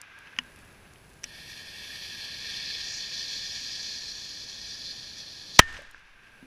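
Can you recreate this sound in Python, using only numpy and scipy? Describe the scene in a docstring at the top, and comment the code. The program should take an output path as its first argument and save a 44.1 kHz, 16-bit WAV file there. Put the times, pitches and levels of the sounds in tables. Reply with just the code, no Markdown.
"""First, debris from an earlier blast patters down in a wood, over quiet air noise and rustling leaves.
A big firecracker on a tree stump, close to a microphone in a small hard case, then catches: the fuse spits,
hisses like a jet and fades as it burns into the tube. One bang overloads the microphone and rings the case;
the wooded slopes answer and scraps fall. Most sounds are coloured noise or ringing tones, shaped in time."""
import sys
import numpy as np
from scipy import signal
from scipy.fft import rfft, irfft
from scipy.io import wavfile

SR = 44100
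rng = np.random.default_rng(int(sys.argv[2]) if len(sys.argv) > 2 else 0)


def generate_wav(sig):
    """Save sig (samples, or channels by samples) to the path in sys.argv[1] as 16-bit PCM at SR."""
    pcm = np.round(np.clip(np.atleast_2d(sig).T, -1, 1) * 32767).astype(np.int16)
    wavfile.write(sys.argv[1], SR, pcm)


N = 284886
T = np.arange(N) / SR   # time of every sample, in seconds
BANG_S = 5.5916

# In all tables and settings, t60_s is the time in which a sound falls by 60 dB.


def from_db(db):
    """Turn decibels into a plain multiplier."""
    return 10 ** (np.asarray(db) / 20)


def rms_one(x):
    """Scale a sound to an average (rms) strength of 1."""
    return x / np.sqrt(np.mean(x ** 2) + 1e-20)


def band(x, low_hz, high_hz):
    """Keep only the pitches between two limits, with steep sides."""
    edges = [max(low_hz, 10), min(high_hz, SR / 2 - 100)]
    return signal.sosfilt(signal.butter(3, edges, "band", fs=SR, output="sos"), x + 1e-18)


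def noise(spectrum):
    """Noise of rms 1, coloured by rows of pitch_hz, level_db (per Hz, relative)."""
    hz, db = np.transpose(spectrum)
    bins = np.maximum(np.fft.rfftfreq(N, 1 / SR), 1)
    colour = from_db(np.interp(np.log(bins), np.log(hz), db))
    white = rfft(rng.standard_normal(N))
    return rms_one(irfft(white * colour, N))


def drift(rate):
    """A random wandering line with about rate turns a second and rms 1."""
    knots = rng.standard_normal(8192)
    return rms_one(np.interp(T * rate, np.arange(len(knots)), knots))


def bump(centre, half_s):
    """A smooth rise and fall of height 1, down to about 0.37 at half_s from the centre."""
    return np.exp(-np.minimum(((T - centre) / half_s) ** 2, 50))


def fade(start, t60):
    """A sudden onset, then an even fall in dB."""
    return (T >= start) * from_db(-60 * np.clip((T - start) / t60, 0, 5))


def arrival(peak_s, rise_s, t60):
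    """A smooth rise to the peak, then an even fall in dB."""
    return (T < peak_s) * bump(peak_s, rise_s) + fade(peak_s, t60)


def ring(x, hz, t60):
    """A resonance: each unit click sets off a dying sine that starts at height 1."""
    shrink = from_db(-60 / (t60 * SR))   # per sample
    turn = 2 * np.pi * hz / SR
    return signal.lfilter([0, np.sin(turn)], [1, -2 * shrink * np.cos(turn), shrink * shrink], x + 1e-18)


def strike(hits, modes):
    """Clicks (start_s, level_db) ring all the tones of a body, in alternating sign."""
    clicks = np.zeros(N)
    for s, db in hits:
        clicks[int(s * SR)] += from_db(db)
    out = 0
    for k, (hz, db, t60) in enumerate(modes):
        out = out + (-1) ** k * from_db(db) * ring(clicks, hz, t60)
    return out


# colour of the low air noise: pitch_hz, level_db (per Hz, relative)
AIR_COLOUR = [(20, -4), (60, 0.5), (150, -2), (300, -6.5), (600, -10.5), (1500, -16.5), (4000, -22),
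              (7500, -27.5), (10000, -28), (15000, -34)]
# colour of the rustling leaves: pitch_hz, level_db (per Hz, relative)
LEAF_COLOUR = [(200, -20.5), (550, -16.5), (850, -10), (1300, -5.5), (1480, -3.5), (1600, 6.5),
               (1800, -5.5), (2600, -2.5), (3100, -12), (3500, -12), (4200, -18.5), (6000, -21),
               (8000, -40.5), (15000, -46.5)]
# scraps rain on dry leaves after the earlier blast and this one: blast_s, level_db
LEAF_FALLS = [(-.55, -51.5), (5.59, -57.5)]


def background(waver_db=1.0, whine_db=-16.0, whine_hz=11000, calm_db=-66.0):
    """Air noise and a thin electronic whine sink after each blast and creep back; leaves rustle under scraps."""
    air_db, hush_db, hush_hold_s, recover_db_per_s = -55.5, 20.5, 0.16, 24
    fall_rise_s, fall_hold_s, fall_t60_s = 0.27, 0.8, 3.8
    hush, rustle = 0, from_db(calm_db)
    for s, db in LEAF_FALLS:
        age = T - s
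        recovering = hush_db - recover_db_per_s * (age - hush_hold_s)
        hush = hush + (age > 0) * np.clip(recovering, 0, hush_db)
        dying = from_db(-60 * np.maximum(age - fall_hold_s, 0) / fall_t60_s)
        falling = np.clip(age / fall_rise_s, 0, 1) * dying
        rustle = np.hypot(rustle, from_db(db) * falling)   # add as powers
    wobble = .6 * drift(70)   # unsteady phase, radians
    whine = np.sqrt(2) * np.sin(2 * np.pi * whine_hz * T + wobble)
    floor = from_db(air_db - hush) * (noise(AIR_COLOUR) + from_db(whine_db) * whine)
    return floor + rustle * from_db(waver_db * drift(60)) * noise(LEAF_COLOUR)


# hard knocks of debris on the case: start_s, level_db (added to the tone levels below)
KNOCKS = [(.272, -26), (.3645, -25), (.3866, -10.5), (.3873, 1.5), (.3891, -9.5), (.958, -31.5),
          (5.616, -12.5), (5.767, -21)]
# tones a knock rings: pitch_hz, level_db, t60_s
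KNOCK_TONES = [(249.3, -40.5, .14), (600, -34, 0.0043), (1017, -30.5, 0.02), (1440, -30, .02),
               (1615, -46.5, 0.017), (1860, -21.5, .025), (2470, -14.5, 0.0067), (2910, -20, 0.027),
               (3150, -21, .014), (4650, -33, 0.0066), (5050, -28.5, 0.014), (6230, -31.5, 0.014),
               (6700, -34, .009), (10500, -42.5, .004)]
# grit landing: start_s (just before the tick), level_db (before grit_db is added)
GRIT = [(0.0144, -26.5), (0.1875, -40.5), (0.4224, -54), (0.435, -45), (0.4624, -53), (0.5087, -50),
        (0.9348, -39), (5.82, -45), (5.911, -39), (5.9934, -55)]
# soft scraps landing on wood and soil: start_s, level_db, pitch_hz, t60_s
THUDS = [(5.790, -39, 576, 0.045), (5.817, -48, 590, 0.052), (5.9459, -38, 1630, 0.025),
         (6.427, -42, 265, .15)]


def debris(grit_db=-7.0, grit_t60=0.0094, thud_noise_db=-8.5):
    """Hard bits ring the case, grit makes short noise ticks, and soft scraps thud with a tone and a scuff."""
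    out = strike(KNOCKS, KNOCK_TONES)
    gritty = noise([(800, -18), (2500, -10.0), (4000, -2), (5800, 4.5), (7500, 2.5), (10000, 3.0), (15000, -11)])
    for s, db in GRIT:
        out = out + gritty * from_db(db + grit_db) * fade(s + 0.00096, grit_t60)
    for s, db, hz, t60 in THUDS:
        scuff = rms_one(band(rng.standard_normal(N), hz * 0.77, hz * 1.23))
        out += strike([(s, db)], [(hz, 0, t60)])
        out += from_db(db + thud_noise_db) * scuff * fade(s, t60)
    return out


# showers of fine dust: centre_s, half_length_s, level_db
DUST_SHOWERS = [(.62, .14, -66), (1.2, .25, -69), (5.74, .06, -66)]


def dust(per_s=260.0, spread_db=3.5, grain_t60=.006):
    """Many tiny grains of uneven size, each a brief bright tick."""
    level = sum(from_db(db) * bump(s, half_s) for s, half_s, db in DUST_SHOWERS)
    sizes = from_db(spread_db * np.minimum(rng.exponential(1, N), 4))
    grains = (rng.random(N) < per_s / SR) * sizes
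    ticks = ring(grains, SR / 4, grain_t60) * rng.standard_normal(N)
    return level * rms_one(band(ticks, 3800, 11500))


# the fuse catching: start_s, level_db
SPITS = [(1.2348, -40.5), (1.2407, -29)]


def spits(t60=0.02, hollow_db=-5.0, hollow_t60=0.032):
    """Two sharp spurts of noise as the powder catches; the low tones last longer."""
    sharp = noise([(1200, -45), (1700, -18), (4000, -14), (5700, 5), (7000, -6), (10000, -19), (15000, -35)])
    hollow = from_db(hollow_db) * rms_one(band(rng.standard_normal(N), 1740, 3330))
    return sum(from_db(db) * (sharp * fade(s, t60) + hollow * fade(s, hollow_t60)) for s, db in SPITS)


def muffled(open_db, loss_db, halfway_s, scale_s):
    """Level in dB of a part of the hiss while the flame sinks into the tube."""
    return open_db - loss_db / (1 + np.exp((halfway_s - T) / scale_s))


# resonances that colour the hiss: pitch_hz, width_hz, level_db (per resonance, relative)
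FUSE_BANDS = [(1684, 126, -5), (1819.5, 120, -4), (2470, 535, -9), (3133, 330, -8.5), (3445, 290, -3),
              (3780, 650, -12), (4343, 610, -2), (4984, 580, -5.5), (5770, 510, -8), (6650, 560, -15.5),
              (7400, 500, -26.5), (8170, 560, -21.5), (9150, 790, -29.5), (10920, 1450, -24),
              (12850, 950, -29), (14300, 2000, -38.5)]
# colour of the rushing gas: pitch_hz, level_db (per Hz, relative)
GAS_COLOUR = [(60, 0), (160, 0), (350, -6), (700, -7.5), (1120, -6), (1450, -14.5), (3000, -15),
              (8000, -26.5), (15000, -37)]
# strength of the fuse's gas jet: time_s, level_db (before jet_db is added)
JET = [ [(1.28, -52.5), (2.0, -42.5), (2.74, -36), (3.88, -36), (4.48, -41), (4.74, -40), (5.52, -44.5)],
       ][0]
# the jet flares or falters, last as the flame reaches the charge:
# centre_s, half_length_s, gain_db (halved for the lowest tones), tilt_db_per_octave (middle tones)
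FLARES = [(1.504, 0.076, 2.5, 4), (1.683, 0.12, -2, 4), (2.42, .3, -0.5, -3), (2.94, 0.062, -1.5, 16.5),
          (3.85, 0.77, -0.5, 4.5), (4.854, .14, 1, -1.5), (5.561, .022, 8, 0)]
# sinking into the tube muffles the low, hollow tones and the high sizzle:
# open_db (against the jet), loss_db, halfway_s, time_scale_s
HOLLOW = (8.1, 14.04, 2.42, 0.54)
SIZZLE = (7.0, 14.0, 2.28, 0.22)


def fuse(flutter_db=0.77, sputter_db=0.7, own_db=0.65, grain_db=2.0, jet_db=0.66, tilt_db=-1.5, rush_db=-20.5):
    """A sputtering gas jet of tiny pops sounds through fixed resonances; it surges just before the bang."""
    steady = np.interp(T, *np.transpose(JET)) + jet_db
    hollow = steady + muffled(*HOLLOW)
    sizzle = steady + muffled(*SIZZLE)
    flare = sum(db * bump(s, half_s) for s, half_s, db, _ in FLARES)
    tilt = tilt_db + sum(slope * bump(s, half_s) for s, half_s, _, slope in FLARES)
    burning = np.interp(T, [SPITS[0][0], JET[0][0], BANG_S, BANG_S + .002], [0, 1, 1, 0])
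    # slow flutter and fast sputter shake the whole jet
    flow = burning * from_db(flutter_db * drift(28) + sputter_db * drift(190))
    out, power = 0, 0
    for hz, width, db in FUSE_BANDS:
        pop_db = grain_db * np.minimum(rng.exponential(1, N), 7)
        pops = rms_one(rng.standard_normal(N) * from_db(pop_db))
        tone = from_db(db) * band(pops, hz - width / 2, hz + width / 2)
        # pitch decides how much a tone follows the hollow part, the plain jet or the sizzle
        low = np.interp(hz, [2600, 4200], [1, 0])
        high = np.interp(hz, [6700, 9000], [0, 1])
        middle = steady + tilt * np.log2(hz / 4600)
        level = low * hollow + high * sizzle + (1 - low - high) * middle
        # each tone also wavers on its own
        out = out + tone * from_db(level + (1 - low / 2) * flare + own_db * drift(20))
        power += np.mean(tone ** 2)
    rush = from_db(hollow + rush_db) * noise(GAS_COLOUR)
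    return flow * (out / np.sqrt(power) + rush)


# the case struck by the shock: pitch_hz, level_db, t60_s
CASE_TONES = [(330, -6, .015), (466, -4.5, .006), (640, -5, .012), (1020, 5.5, .013), (1297, 4.5, 0.021),
              (1670, 1, .022), (1920, 4, 0.018), (2500, -2, .018), (2758, -2, 0.0091), (3148, 2.5, 0.02),
              (3773, -5, 0.017), (5680, -4, .016), (7000, -2.5, 0.012), (1811, -28.5, .52)]
# colour of the tearing burst: pitch_hz, level_db (per Hz, relative)
BLAST_COLOUR = [(100, -13), (700, -6), (2000, 11), (5000, -5.5), (7000, -5.5), (9000, -8), (15000, -22)]


def bang(shock_db=2.5, shock_s=.0024, shock_rise_s=0.00033, shock_lag_s=.0015,
         crack_db=13.5, crack_t60=.011, crack_high_hz=7500, crack_low_hz=126, smear_s=0.0009405,
         blast_db=0.0, blast_t60=0.023, case_lag_s=0.00091,
         flare_db=-9.5, flare_rise_s=0.0016, bounce_s=0.0074, bounce_db=-13.0):
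    """A brief flare, then a push and longer suction, a tearing burst, the ringing case, a ground bounce."""
    age = np.maximum(T - BANG_S, 0)
    swell = (T < BANG_S) * np.exp(np.minimum(T - BANG_S, 0) / flare_rise_s)
    flare_noise = noise([(1200, -30.0), (1900, -8.0), (3000, -22.5), (4400, 1.5), (7000, -17.0), (12000, -35)])
    flare = from_db(flare_db) * swell * flare_noise

    inside = np.maximum(age - shock_lag_s, 0)   # the pressure takes a moment to enter the case
    push_and_suction = (1 - inside / shock_s) * np.exp(-inside / shock_s)
    shock = -from_db(shock_db) * push_and_suction * (1 - np.exp(-inside / shock_rise_s))

    # bending waves in the case wall carry high tones fastest, so the front becomes a rapid fall in pitch
    falling_cycles = (crack_high_hz - crack_low_hz) * smear_s * (1 - np.exp(-age / smear_s))
    cycles = crack_low_hz * age + falling_cycles
    crack = -from_db(crack_db) * fade(BANG_S, crack_t60) * np.sin(2 * np.pi * cycles)

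    bounce = from_db(bounce_db) * fade(BANG_S + bounce_s, blast_t60 / 2)
    burst = from_db(blast_db) * (fade(BANG_S, blast_t60) + bounce) * noise(BLAST_COLOUR)
    case = strike([(BANG_S + case_lag_s, 0)], CASE_TONES)
    return flare + shock + crack + burst + case


# air pushed aside by the bang
def gust(gust_db=-42.5, rise_s=.012, t60=1.8, flap_per_s=14.0, flap_db=3.0):
    """Displaced air buffets the microphone: deep noise in quick flaps that settles."""
    air = noise([(8, 6.0), (20, 2), (45, -9.0), (80, -15), (150, -34.5), (600, -62), (2000, -88.5)])
    flaps = flap_db * np.cos(2 * np.pi * flap_per_s * (T - BANG_S - rise_s))
    return from_db(gust_db + flaps) * arrival(BANG_S + rise_s, rise_s, t60) * air


# colour of the echoes: pitch_hz, level_db (per Hz, relative)
ECHO_COLOUR = [(60, -2), (200, -3), (600, -6.5), (1300, -1), (1650, 8), (2100, -0.5), (2800, -1.5),
               (4000, -6), (6000, -10.5), (7500, -18), (11000, -27), (15000, -40)]
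# the wooded ground answers, from near trunks to the slope and the far valley:
# delay_s (bang to peak), level_db, rise_s, t60_s
RETURNS = [(.012, -38.5, .006, .33), (.105, -44, .025, 0.7), (.165, -44, .035, .42),
           (.29, -57.5, 0.099, 1.6), (.665, -61, .05, .8)]


def echoes(scatter_db=1.5, boom_db=-5.0, boom_low_hz=48, boom_high_hz=90,
           boom_delay_s=0.13, boom_rise_s=.2, boom_t60=0.34):
    """Trunks and slopes scatter the bang back as uneven noise, with a low boom."""
    power = sum((from_db(db) * arrival(BANG_S + delay, rise_s, t60)) ** 2 for delay, db, rise_s, t60 in RETURNS)
    scattered = from_db(scatter_db * drift(200)) * noise(ECHO_COLOUR)
    deep_noise = rms_one(band(rng.standard_normal(N), boom_low_hz, boom_high_hz))
    boom = deep_noise * arrival(BANG_S + boom_delay_s, boom_rise_s, boom_t60)
    return np.sqrt(power) * (scattered + from_db(boom_db) * boom)


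def scene():
    """All the sounds added together, in one channel."""
    before = background() + debris() + dust() + spits() + fuse()
    return (before + bang() + gust() + echoes())[None]


def record(dry):
    """The overloaded microphone clips the bang flat; pitches above 15250 Hz are cut steeply."""
    clipped = np.clip(dry, -1, 1)
    return signal.sosfilt(signal.ellip(10, .1, 70, 15250, fs=SR, output="sos"), clipped)


dry = scene()
out = record(dry)
generate_wav(out)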